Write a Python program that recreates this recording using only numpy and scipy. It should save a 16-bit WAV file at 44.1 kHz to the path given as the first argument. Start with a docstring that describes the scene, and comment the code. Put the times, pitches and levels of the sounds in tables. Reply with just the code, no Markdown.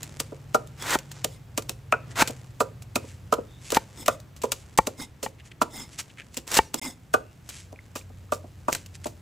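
"""Crisp crunches and hollow wooden knocks, close up: a cleaver cuts a cabbage on a thick board outdoors.
Leaf cells burst under the edge, which then thuds into the wood. Wedges are turned and knocked down,
wet leaves rub and squeak, and the steel scrapes, pings and whistles. At the end a few pieces are set
down by a dripping basin with a low hum. A far engine, thin air and a faint rumble lie under it all."""
import sys
import numpy as np
from scipy import signal
from scipy.fft import rfft, irfft, next_fast_len
from scipy.io import wavfile
from scipy.ndimage import uniform_filter1d

SR = 44100
rng = np.random.default_rng(int(sys.argv[2]) if len(sys.argv) > 2 else 0)


def generate_wav(signal):
    """Clip the signal to [-1, 1] and save it as 16-bit WAV at the path in sys.argv[1]."""
    frames = np.transpose(np.atleast_2d(signal))
    scaled = np.clip(frames, -1, 1) * 32767
    pcm = np.round(scaled).astype(np.int16)
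    wavfile.write(sys.argv[1], SR, pcm)


N = 406157
TIME = np.arange(N) / SR
HIT = TIME[:SR // 3]  # time axis of one short sound
BLOW = HIT[:SR // 6]  # shorter, for sounds that die quickly
TOP_HZ = 15900

# wedges and knife landing on the board and crushing leaves:
# t/s, level/dB, contact/s, place on the board/0-1, left minus right/dB, crunch/dB, crunch decay/s
KNOCKS = [(0.201, -36.5, 0.00012, 0.23, -2, -29.5, 0.0023), (0.321, -38.5, 0.0045, 0.88, -1, -72, 0.0023),
          (0.546, -16.5, 0.00072, 0.8, -1, -31.5, 0.0032), (1.246, -31, 0.0022, 0.76, -0.5, -27, 0.0017),
          (1.578, -29.5, 0.00024, 0.23, -2, -29, 0.003), (1.696, -43, 0.0023, 0.1, -6, -32, 0.00052),
          (1.9242, -22, 0.00016, 0.76, 1, -38.5, 0.0012), (1.94, -33.5, 0.001, 0.88, -4, -70, 0.0016),
          (2.296, -35.5, 0.0018, 0.13, 1, -66, 0.0039), (2.605, -19, 0.00068, 0.87, -4, -32, 0.004),
          (2.958, -24.5, 0.00048, 0.24, -1, -28.5, 0.0026), (3.039, -44.5, 0.0057, 0.92, -2, -69, 0.002),
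          (3.325, -17.5, 0.00062, 0.85, -2.5, -33.5, 0.0038), (3.383, -30.5, 0.0028, 0.92, 1, -76, 0.002),
          (3.722, -25.5, 0.0018, 0.9, -0.5, -32.5, 0.0017), (4.082, -17.5, 0.00047, 0.75, -1, -35, 0.0005),
          (4.437, -23, 0.0015, 1, -2.5, -39, 0.0063), (4.521, -39.5, 0.00066, 0.35, 3, -27, 0.0025),
          (4.872, -29, 0.00089, 0.17, -0.5, -32, 0.00084), (5.23, -34.5, 0.0022, 0.85, -7, -34, 0.009),
          (5.615, -19, 0.00059, 0.43, -3, -41, 0.0011), (6.371, -39, 0.0033, 0.2, -3, -33.5, 0.0042),
          (6.744, -35, 0.0024, 0.47, -7, -29, 0.0007), (7.140, -16, 0.00044, 0.81, -2.5, -33.5, 0.00094),
          (7.727, -45, 0.0027, 0.64, 0, -61, 0.0019), (7.956, -36.5, 0.00022, 0.28, -0.5, -38.5, 0.012),
          (8.1, -52.5, 0.0035, 0.74, 0, -81, 0.0018), (8.322, -22.5, 0.00069, 0.76, -2, -36.5, 0.0096),
          (8.442, -45, 0.0036, 0.6, -2, -74, 0.002), (8.683, -22, 0.0005, 0.47, -0.5, -41, 0.03),
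          (9.057, -30.5, 0.0018, 0.53, -1, -45, 0.012)]
# edges of the wood's six registers: f/Hz
REGISTER_EDGES = [180, 380, 560, 800, 1100, 1500, 3000]
# bright sizzle of bursting leaf cells: f/Hz, level/dB
LEAF_CRISP = [(800, -48.5), (2500, -18), (3800, 0), (7500, 6), (11000, -0.5), (14500, -2), (16000, -6.5)]
# tone of a dragging leaf: f/Hz, level/dB
LEAF_RUB = [(100, -5.5), (350, 6), (1000, -4.5), (2200, -4), (4000, -8.5), (7500, -5), (11000, -12),
            (15000, -41.5)]


def undb(db):
    """Decibels to gain."""
    return 10 ** (np.asarray(db) / 20)


def unit(x):
    """Scale to rms 1."""
    return x / np.sqrt(np.mean(x ** 2))


def hit_level(x, db):
    """Give a short sound the energy of 30 ms at this level."""
    return x * undb(db) * np.sqrt(int(.03 * SR) / np.mean(np.sum(x ** 2, axis=-1)))


def fader(points):
    """Gain over the whole scene through (t/s, level/dB) points."""
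    return undb(np.interp(TIME, *np.transpose(points)))


def swell(half_s, db):
    """Gain of one smooth stroke of the hand, strongest in the middle."""
    return undb(db) * np.exp(-((HIT - HIT.mean()) / half_s) ** 2)


def add(out, s, x):
    """Mix a sound in at time s."""
    i = max(int(s * SR), 0)
    out[:, i:i + x.shape[-1]] += x[..., :N - i]


def colour(x, points, size=4096):
    """Minimum-phase EQ through (f/Hz, level/dB) points: nothing rings ahead of an attack."""
    hz, db = np.transpose(points)
    curve_db = np.interp(np.log(np.fft.rfftfreq(size, 1 / SR) + 1), np.log(hz), db)
    cepstrum = irfft(np.log(undb(curve_db)))
    cepstrum[1:size // 2] *= 2
    cepstrum[size // 2 + 1:] = 0
    impulse = irfft(np.exp(rfft(cepstrum)))
    return signal.fftconvolve(x, impulse[None], axes=-1)[:, :x.shape[-1]]


def bandpass(x, lo_hz, hi_hz, order=2):
    """Keep the band between two edges."""
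    return signal.sosfilt(signal.butter(order, [lo_hz, hi_hz], "band", fs=SR, output="sos"), x)


def stereo(mid, side, width):
    """Left and right from mid and side."""
    return mid + width * side * np.array([[1], [-1]])


def noise(count, width):
    """Stereo white noise."""
    return stereo(*rng.standard_normal((2, count)), width)


def crackle(count, rate, spread_db, width):
    """Tiny bursts or slips: random clicks of uneven size, each panned on its own, over a faint hiss."""
    size = undb(spread_db * np.minimum(rng.exponential(size=count), 4)) * rng.standard_normal(count)
    clicks = size * (rng.random(count) < rate / SR) + 0.031 * rng.standard_normal(count)
    return stereo(clicks, clicks * rng.standard_normal(count), width)


def drift(rate, count):
    """Independent random curves, one short sound long, turning rate times a second."""
    steps = rng.standard_normal((100, count)).T
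    return np.array([np.interp(HIT * rate, np.arange(len(row)), row) for row in steps])


def wavering(phase, depth):
    """A tone whose strength and phase drift a few times a second."""
    turns_s = np.linspace(0, TIME[-1], num=60)
    offsets = rng.standard_normal(len(turns_s)) + 1j * rng.standard_normal(len(turns_s))
    gain = 1 + depth * np.interp(TIME, turns_s, offsets)
    return np.real(gain * np.exp(1j * (phase + 2 * np.pi * rng.random())))


def outdoor_bed():
    """A faint, narrow rumble under thin, wider air noise."""
    # tone of each layer: f/Hz, level/dB
    rumble_eq = [(20, -34), (35, -17.5), (52, -5), (75, -2.5), (100, -2), (120, -2), (145, -7), (180, -10),
                 (260, -22), (500, -41.5)]
    air_eq = [(30, -8), (100, -6), (200, 0.5), (300, -2.5), (500, -7.5), (1000, -12), (2500, -17.5),
              (7500, -31.5), (11000, -47), (15000, -40.5)]
    # their slow rise and fall: t/s, level/dB
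    rumble_ride = [(0, -49), (2.1, -49), (3.3, -48), (4.5, -50), (5.1, -52), (7.3, -51), (9.2, -48)]
    air_ride = [(0, -54), (1.8, -57), (2.01, -54), (2.1, -49), (2.4, -56), (4.3, -56.5), (6.9, -59),
                (7.35, -59), (7.7, -58)]
    rumble = unit(colour(noise(N, width=0.11), rumble_eq)) * fader(rumble_ride)
    air = unit(colour(noise(N, width=0.432), air_eq)) * fader(air_ride)
    return rumble + air


def engine(waver=0.54):
    """A far engine slows, then picks up as it fades; its lines waver on the way through the air."""
    # the engine's run: t/s, cycle rate/Hz, level/dB
    run = [(0, 20.7, -49), (2.4, 18.4, -43), (3.199, 17.7, -46), (4.4, 17.7, -51), (5.301, 18, -59.5),
           (7, 21, -67.5)]
    # its strongest lines: multiple of the cycle rate, level/dB
    orders = [(5, -5.5), (6, -4), (7, -3), (8, -11)]
    s, rate_hz, db = np.transpose(run)
    phase = 2 * np.pi * np.cumsum(np.interp(TIME, s, rate_hz)) / SR
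    lines = sum(undb(line_db) * wavering(order * phase, waver) for order, line_db in orders)
    return unit(lines) * undb(np.interp(TIME, s, db))


def rubs(handling_db=-4, band_ratio=3.0):
    """Leaves drag in tiny slips, duller when wet; the fingers keep shifting on them."""
    # finger rustle: t/s, level before the handling_db trim/dB
    handling_ride = [(0.0, -45), (0.49, -60), (1.15, -54.5), (1.33, -65.5), (2.02, -64), (2.23, -43.5),
                     (2.77, -69.5), (4.0, -51), (4.3, -77), (4.69, -54), (5.51, -73), (5.84, -54),
                     (6.25, -58.5), (6.71, -66), (6.94, -63.5), (9.2, -60.5)]
    # leaves dragged on board or hand: middle/s, half length/s, level/dB, centre/Hz
    drags = [(1.171, 0.059, -51, 2500), (2.115, 0.011, -45.5, 3460), (3.088, 0.066, -52.5, 4930),
             (3.678, 0.051, -45, 6040), (4.558, 0.089, -54.5, 6600), (5.468, 0.02, -52, 4460),
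             (5.938, 0.023, -49, 5380), (5.998, 0.013, -31, 4980), (6.347, 0.023, -52.5, 5290),
             (7.561, 0.075, -46.5, 5550), (8.765, 0.069, -51, 6000), (8.953, 0.01, -44, 5410),
             (9.045, 0.0056, -37, 5440)]
    rustle = unit(colour(crackle(N, rate=800, spread_db=3.0, width=0.24), LEAF_RUB))
    out = rustle * fader(handling_ride) * undb(handling_db)
    for s, half_s, db, hz in drags:
        slips = colour(crackle(len(HIT), rate=2800, spread_db=0.5, width=0.1346), LEAF_RUB)
        rub = bandpass(slips, hz / band_ratio, min(hz * band_ratio, TOP_HZ))
        add(out, s - HIT.mean(), swell(half_s, db) * unit(rub))
    return out


def scrapes(hiss_db=-11.0, grip_db=2.0, grip_rate=40, flex_hz=28):
    """Friction sets the blade's plate modes singing; each swells and bends as the contact travels."""
    # modes of the free blade: f/Hz, bandwidth/Hz, level/dB
    blade = [(258, 63, 10), (880, 223, -1), (2084, 50, 7.5), (3430, 165, -0.5), (3740, 80, 1),
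             (4980, 170, -3), (5220, 71, 6), (6700, 78, 3), (7340, 210, -5), (7940, 180, -1.5),
             (8570, 720, -4), (10200, 62, 1), (10900, 50, -1), (13800, 710, -8)]
    # its flat sliding on leaves or wood: middle/s, half length/s, level/dB
    slides = [(0.085, 0.17, -74), (0.823, 0.033, -46), (1.334, 0.033, -51.5), (4.01, 0.035, -41.5),
              (4.122, 0.032, -46), (5.017, 0.028, -35), (5.786, 0.057, -38.5), (6.787, 0.016, -41.5),
              (6.848, 0.054, -34)]
    out = np.zeros((2, N))
    hz, bandwidth, db = np.transpose(blade)[:, :, None]
    decay = np.exp(-np.minimum(np.pi * bandwidth * BLOW, 50))
    modes = undb(db) * bandwidth * decay * np.exp(2j * np.pi * hz * BLOW)
    modes = modes / np.linalg.norm(modes.imag)
    for s, half_s, level_db in slides:
        slips = unit(crackle(len(HIT), rate=7200, spread_db=2.0, width=0.23))
        grip = unit(undb(grip_db * drift(grip_rate, count=len(blade))))
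        flex = np.exp(2j * np.pi * flex_hz * np.cumsum(drift(grip_rate, count=len(blade)), axis=1) / SR)
        drive = swell(half_s, level_db) * slips
        rings = signal.fftconvolve(drive[:, None], modes[None], axes=-1)[..., :len(HIT)]
        steel = np.imag(rings * grip * flex).sum(axis=1)
        hiss = swell(half_s, level_db + hiss_db) * unit(colour(slips, LEAF_RUB))
        add(out, s - HIT.mean(), steel + hiss)
    return out


def leaf_breaks(rib_body_db=-4, crush_body_db=-5.5, crush_lead_s=0.0017):
    """Ribs snap alone, or leaves give way just ahead of a knock: t/s, decay/s, body/dB, crisp/dB."""
    # single ribs snapping under blade or fingers: t/s, decay/s, level/dB
    ribs = [(0.031, 0.00039, -39.5), (0.673, 0.00076, -56), (0.823, 0.0013, -40), (0.904, 0.0035, -34),
            (0.9407, 0.00086, -43), (0.951, 0.0034, -38.5), (0.988, 0.0021, -42.5), (1.115, 0.0021, -45),
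            (1.622, 0.002, -49.5), (2.216, 0.003, -31), (2.2751, 0.003, -33), (2.3065, 0.0011, -46),
            (2.821, 0.0033, -51), (3.3372, 0.0017, -38), (3.703, 0.0043, -36), (3.7471, 0.00028, -29.5),
            (4.06, 0.0041, -36), (4.0809, 0.00095, -27.5), (4.201, 0.00087, -55.5), (4.364, 0.0069, -53),
            (4.4174, 0.0084, -42), (5.6191, 0.0022, -31), (5.9879, 0.0083, -40), (6.343, 0.001, -49),
            (6.477, 0.001, -43.5), (6.516, 0.003, -35), (6.5416, 0.0012, -29.5), (6.549, 0.0025, -31),
            (6.5686, 0.0012, -25.5), (6.5725, 0.0018, -24), (7.146, 0.00034, -40), (7.49, 0.0054, -41.5),
            (8.728, 0.00019, -28.5), (8.748, 0.0033, -33), (8.861, 0.002, -51), (9.068, 0.00036, -43)]
    alone = [(s, decay_s, db + rib_body_db, db) for s, decay_s, db in ribs]
    crushed = [(s - crush_lead_s, decay_s, db + crush_body_db, db) for s, *_, db, decay_s in KNOCKS]
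    return alone + crushed


def snaps(rise_s=0.00041, lead_db=-16, tail_db=-20, tail_s=0.015, crack_s=0.00045, lead_s=0.0027):
    """A leaf rib gives way: faint ticks as it bends, one sharp crack, a burst of cells, stragglers."""
    # the snap's midrange body and the bright tip of its crack: f/Hz, level/dB
    body_eq = [(200, -3.5), (700, -1), (1600, -4.5), (2800, 2), (4200, -4), (6500, -19), (12000, -24)]
    tip_eq = [(1500, -15), (7000, 7), (15000, -4.5)]
    out = np.zeros((2, N))
    t = HIT[:SR // 10] - HIT[SR // 100]  # zero at the break, 10 ms in
    after = np.maximum(t, 0)
    crack = np.ones((2, 1)) * (t == 0)
    bending = undb(lead_db) * np.exp(-np.abs(t) / lead_s)
    attack = 1 - np.exp(-after / rise_s)
    stragglers = undb(tail_db) * np.exp(-after / tail_s)
    for s, decay_s, body_db, crisp_db in leaf_breaks():
        burst = attack * (np.exp(-after / (2 * decay_s)) + stragglers)
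        # the quicker the break, the more of its energy goes into the one crack
        share = 0.5 * crack_s ** 2 / (crack_s ** 2 + decay_s ** 2)
        for cell_eq, crack_eq, db in (body_eq, body_eq, body_db), (LEAF_CRISP, tip_eq, crisp_db):
            cells = (bending + burst) * crackle(len(t), rate=12000, spread_db=4.5, width=0.26)
            add(out, s + t[0], np.sqrt(1 - share) * hit_level(colour(cells, cell_eq), db))
            add(out, s + t[0] + rise_s, np.sqrt(share) * hit_level(colour(crack, crack_eq), db))
    return out


def strike_db(answer_db, db, contact_s, place, node_db=5):
    """Share a blow among the registers: long contact dulls the top, the place picks crests and nodes."""
    edges = np.array(REGISTER_EDGES)
    hz = np.sqrt(edges[:-1] * edges[1:])
    softness_db = 10 * np.log10(1 + (contact_s * hz) ** 4)
    place_db = node_db * np.cos(np.pi * place * (1 + np.arange(len(hz))))
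    shape_db = np.array(answer_db) - softness_db + place_db
    return db + shape_db - 10 * np.log10(np.sum(undb(shape_db) ** 2))


def blow(modes, levels_db, hold_s, detune, phase_width, rough, rough_t60):
    """Struck wood: each register's modes ring over a dense clatter; contact feeds them for hold_s."""
    hz, db, t60 = np.transpose(modes)
    pitch = hz * (1 + detune * rng.standard_normal(len(hz)))
    # higher modes differ more in phase between left and right
    skew = rng.standard_normal(len(hz)) * np.minimum(hz / 700, 1)
    phase = stereo(np.pi * np.arange(len(hz)), skew, phase_width)
    free_s = np.hypot(BLOW, hold_s) - hold_s
    decay = undb(db[:, None] - 60 * free_s / t60[:, None])
    rings = np.sin(2 * np.pi * pitch[:, None] * BLOW + phase[:, :, None]) * decay
    out = 0
    for lo, hi, level_db in zip(REGISTER_EDGES, REGISTER_EDGES[1:], levels_db):
        attack = 1 - np.exp(-(BLOW * lo / .5) ** 2)
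        ring = rings[:, (hz >= lo) & (hz < hi)].sum(axis=1) * attack
        clatter = bandpass(noise(len(BLOW), width=0.1) * undb(-60 * BLOW / rough_t60), lo, hi, order=3)
        out = out + hit_level(hit_level(ring, 0) + rough * hit_level(clatter, 0), level_db)
    return out


def knocks():
    """Wedges and knife land on the wood with a hollow knock; soft leaves prolong the contact."""
    # modes of the board under a wedge: f/Hz, level/dB, t60/s
    board = [(249.5, 2, 0.043), (335.5, -8, .12), (431.5, 0.5, 0.098), (469, 0.5, 0.078), (536, -3, 0.077),
             (614, 8, 0.047), (731, 2, 0.03), (850, -1, 0.05), (973, 12, 0.068), (1209, 5, 0.055),
             (1379, -0.5, 0.072), (1557, 4.5, 0.025), (1830, 1.5, 0.034), (2520, 4, 0.063)]
    # how readily each register of the free board answers: level/dB
    answer_db = [-6, -4, 1.2, -2, 0, -8]
    out = np.zeros((2, N))
    for s, db, contact_s, place, pan_db, _, _ in KNOCKS:
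        levels_db = strike_db(answer_db, db, contact_s, place)
        knock = blow(board, levels_db, hold_s=0.0024, detune=0.012, phase_width=0.75,
                     rough=0.47, rough_t60=0.058)
        add(out, s, knock * undb(stereo(0, pan_db, .5)))
    return out


def pings(attack_s=0.0006):
    """The cleaver rings briefly, damped and slightly retuned by the hand."""
    # modes of the held cleaver: f/Hz, level/dB, t60/s
    cleaver = [(1301, 1.5, 0.053), (2424, 1, 0.019), (2500, -16.5, 0.12), (2600, -3.5, 0.025)]
    # the steel catching a blow: t/s, level/dB, pitch factor of the grip, upper-mode trim/dB
    strikes = [(0.547, -29.5, 1.07, -17), (1.9246, -20, 1, -1), (1.938, -28, 1.11, -20),
               (2.959, -33.5, 1.02, 2), (7.14, -25, 1.14, -14)]
    out = np.zeros((2, N))
    hz, mode_db, t60 = np.transpose(cleaver)[:, :, None]
    for s, db, tuning, upper_db in strikes:
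        decay = undb(mode_db + upper_db * (hz > hz[0]) - 60 * HIT / t60)
        ring = (np.sin(2 * np.pi * tuning * hz * HIT) * decay).sum(axis=0)
        add(out, s, hit_level(ring * np.minimum(HIT / attack_s, 1), db))
    return out


def stroke(length_s, rise_db, attack_s=0.0019, release_s=0.0015, bend=1.3):
    """Gain of one cut: the edge bites, the level moves by rise_db as it sinks, the board stops it."""
    to_go = 1 - np.clip(HIT / length_s, 0, 1)
    bite = np.clip(HIT / attack_s, 0, 1)
    release = np.exp(-np.maximum(HIT - length_s, 0) / release_s)
    return bite * undb(-rise_db * to_go ** bend) * release


def slices(leaf_rate=450, leaf_db=1.5):
    """Layer after layer of leaves bursts under the edge, mostly swelling towards the dense heart."""
    # cuts through the head: t/s, length/s, final body/dB, final crisp/dB, rise over the stroke/dB
    cuts = [(0.773, 0.18, -22.5, -26.5, 31.5), (2.155, 0.072, -16, -21, 21.5),
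            (3.715, 0.059, -25, -26.5, 22), (4.775, 0.014, -32.5, -25.5, -6), (6.468, 0.12, -25, -22.5, 26)]
    # the meat of the crunch: f/Hz, level/dB
    body_eq = [(100, -9.5), (280, -1.5), (700, 3.5), (1150, 5.5), (1900, 4), (3900, -7), (5500, -16.5),
               (10000, -45)]
    out = np.zeros((2, N))
    for s, length_s, body_db, crisp_db, rise_db in cuts:
        leaf_s = np.cumsum(rng.exponential(1 / leaf_rate, size=400))
        toughness = undb(leaf_db * np.interp(HIT, leaf_s, rng.standard_normal(len(leaf_s))))
        cells = toughness * crackle(len(HIT), rate=14000, spread_db=1.0, width=0.18)
        body = undb(body_db) * unit(colour(cells, body_eq))
        crisp = undb(crisp_db) * unit(colour(cells, LEAF_CRISP))
        add(out, s, stroke(length_s, rise_db) * (body + crisp))
    return out


def whistles(wobble_hz=130, wobble_rate=280, flutter_db=3):
    """A thin whistle, as of wet steel on a leaf: the drag locks onto one unsteady, gliding pitch."""
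    # whistling drags: middle/s, half length/s, level/dB, f/Hz, glide/(Hz per s)
    drags = [(0.828, 0.021, -43.5, 3410, 0), (3.545, 0.058, -61, 3650, 1506),
             (6.661, 0.0276, -57.5, 5710, -4000), (7.275, 0.09, -69, 2710, 796)]
    out = np.zeros((2, N))
    for s, half_s, db, hz, glide in drags:
        wobble, flutter = drift(wobble_rate, count=2)
        pitch = hz + glide * (HIT - HIT.mean()) + wobble_hz * wobble
        tone = undb(flutter_db * flutter) * np.sin(2 * np.pi * np.cumsum(pitch) / SR)
        add(out, s - HIT.mean(), swell(half_s, db) * unit(tone))
    return out


def chops(thump_hz=57, thump_t60=0.069):
    """The edge breaks through and stays on the wood: a dead knock, and the whole block bobs."""
    # the edge landing: t/s, level/dB, contact/s, place on the board/0-1, left minus right/dB, thump/dB
    landings = [(0.954, -24.0, 0.00087, 0.75, -1, -48), (2.221, -20, 0.00064, 0, 0, -46),
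                (3.769, -16.5, 0.00065, 0.92, 1, -62), (4.787, -14.0, 0.00073, 0.92, 1.5, -36),
                (5.262, -34.0, 0.00067, 0.62, 5, -58), (6.589, -15, 0.0005, 0.93, 1.5, -35.5)]
    # modes of board and cleaver pressed together: f/Hz, level/dB, t60/s
    board_and_blade = [(256.6, 0, 0.0081), (484, 0, 0.013), (573, 0, .02), (884, 0, 0.037),
                       (1229, 3.5, 0.0082), (1400, -10.5, 0.041), (1860, 11.5, 0.025), (2300, 2, 0.047),
                       (2260, -8, 0.043)]
    # how readily each register answers with the edge in the wood: level/dB
    answer_db = [-3, -9.5, -9, 1.5, -6, -0.5]
    out = np.zeros((2, N))
    attack = np.minimum(HIT * thump_hz, 1)
    thump = np.sin(2 * np.pi * thump_hz * HIT) * undb(-60 * HIT / thump_t60) * attack
    for s, db, contact_s, place, pan_db, thump_db in landings:
        levels_db = strike_db(answer_db, db, contact_s, place)
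        knock = blow(board_and_blade, levels_db, hold_s=0, detune=.008, phase_width=0.21,
                     rough=0.73, rough_t60=0.014)
        add(out, s, knock * undb(stereo(0, pan_db, .5)))
        add(out, s, hit_level(thump, thump_db))
    return out


def squeaks(slip_rate=900, band_ratio=1.39, skin_db=-9):
    """Wet skin sticks and slips on a leaf, which answers in one broad resonance."""
    # squeaking fingers: middle/s, half length/s, level/dB, f/Hz
    grips = [(5.4, 0.012, -52, 2300), (5.519, 0.0055, -45.5, 2300), (6.105, 0.0095, -52, 2440),
             (6.199, 0.021, -43, 2000)]
    out = np.zeros((2, N))
    for s, half_s, db, hz in grips:
        slips = crackle(len(HIT), rate=slip_rate, spread_db=-2.5, width=0.17)
        leaf = unit(bandpass(slips, hz / band_ratio, hz * band_ratio))
        skin = undb(skin_db) * unit(colour(slips, LEAF_RUB))
        add(out, s - HIT.mean(), swell(half_s, db) * (leaf + skin))
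    return out


def hum(hz=92, db=-48, from_s=7.55):
    """By the basin a low, gently wavering hum comes in and stays."""
    fade_in = np.clip((TIME - from_s) * 10, 0, 1)
    return unit(wavering(2 * np.pi * hz * TIME, depth=0.36)) * undb(db) * fade_in


def drips(cycles=4, rise=0.08, attack_s=0.00076):
    """Each drip traps a small bubble, which rings for a few cycles and rises in pitch."""
    # drops by the basin: t/s, level/dB, starting f/Hz
    drops = [(7.76, -58.5, 2300), (7.79, -51, 2000), (8.012, -58, 2330), (8.293, -61.5, 1190),
             (8.753, -42.5, 1450)]
    out = np.zeros((2, N))
    for s, db, hz in drops:
        fade = np.exp(-np.minimum(BLOW * hz / cycles, 20))
        pitch = hz * (1 + rise * (1 - fade))
        bubble = fade * np.sin(2 * np.pi * np.cumsum(pitch) / SR)
        add(out, s, hit_level(bubble * np.minimum(BLOW / attack_s, 1), db))
    return out


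def echoes(x, t60, wet_db, build_s=0.0041):
    """Nearby surfaces scatter a short tail, weaker in the treble."""
    tail = noise(len(HIT), width=0.14) * undb(-60 * HIT / t60) * (1 - np.exp(-(HIT / build_s) ** 2))
    tail = tail / np.sqrt(np.sum(tail ** 2) / 2)
    tail = colour(tail, [(100, 8), (450, 2), (1300, -6.5), (2500, -5), (8000, -6.5), (15000, -10.5)])
    return undb(wet_db) * signal.fftconvolve(x, tail, axes=-1)[:, :N]


def scene():
    """Wood, leaves, steel and drips with their echoes, over the outdoor background."""
    impacts = knocks() + pings()
    edge = chops()
    textures = snaps() + slices() + rubs() + squeaks() + scrapes() + whistles() + drips()
    send = impacts + undb(-15.0) * edge + textures  # the chops stay nearly dry
    space = echoes(send, t60=0.29, wet_db=-13.5)
    return impacts + edge + textures + space + outdoor_bed() + hum() + engine()


def record(dry, lag_from_hz=7950, lag_s=1 / 3150):
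    """The top octave lags on the left, the sound drops out twice, peaks are rounded, the top is cut."""
    # instants of silence: from/s, to/s
    dropouts = [(4.768, 4.7745), (6.797, 6.815)]
    size = next_fast_len(N)
    above_hz = np.maximum(np.fft.rfftfreq(size, 1 / SR) - lag_from_hz, 0)
    left = irfft(rfft(dry[0], size) * np.exp(-2j * np.pi * above_hz * lag_s), size)[:N]
    gate = np.ones(N)
    for start, end in dropouts:
        gate[(TIME > start) & (TIME < end)] = 0
    rounded = np.tanh(np.array([left, dry[1]]) * uniform_filter1d(gate, size=40))
    return signal.sosfilt(signal.ellip(8, .2, 70, TOP_HZ, fs=SR, output="sos"), rounded)


dry = scene()
out = record(dry)
generate_wav(out)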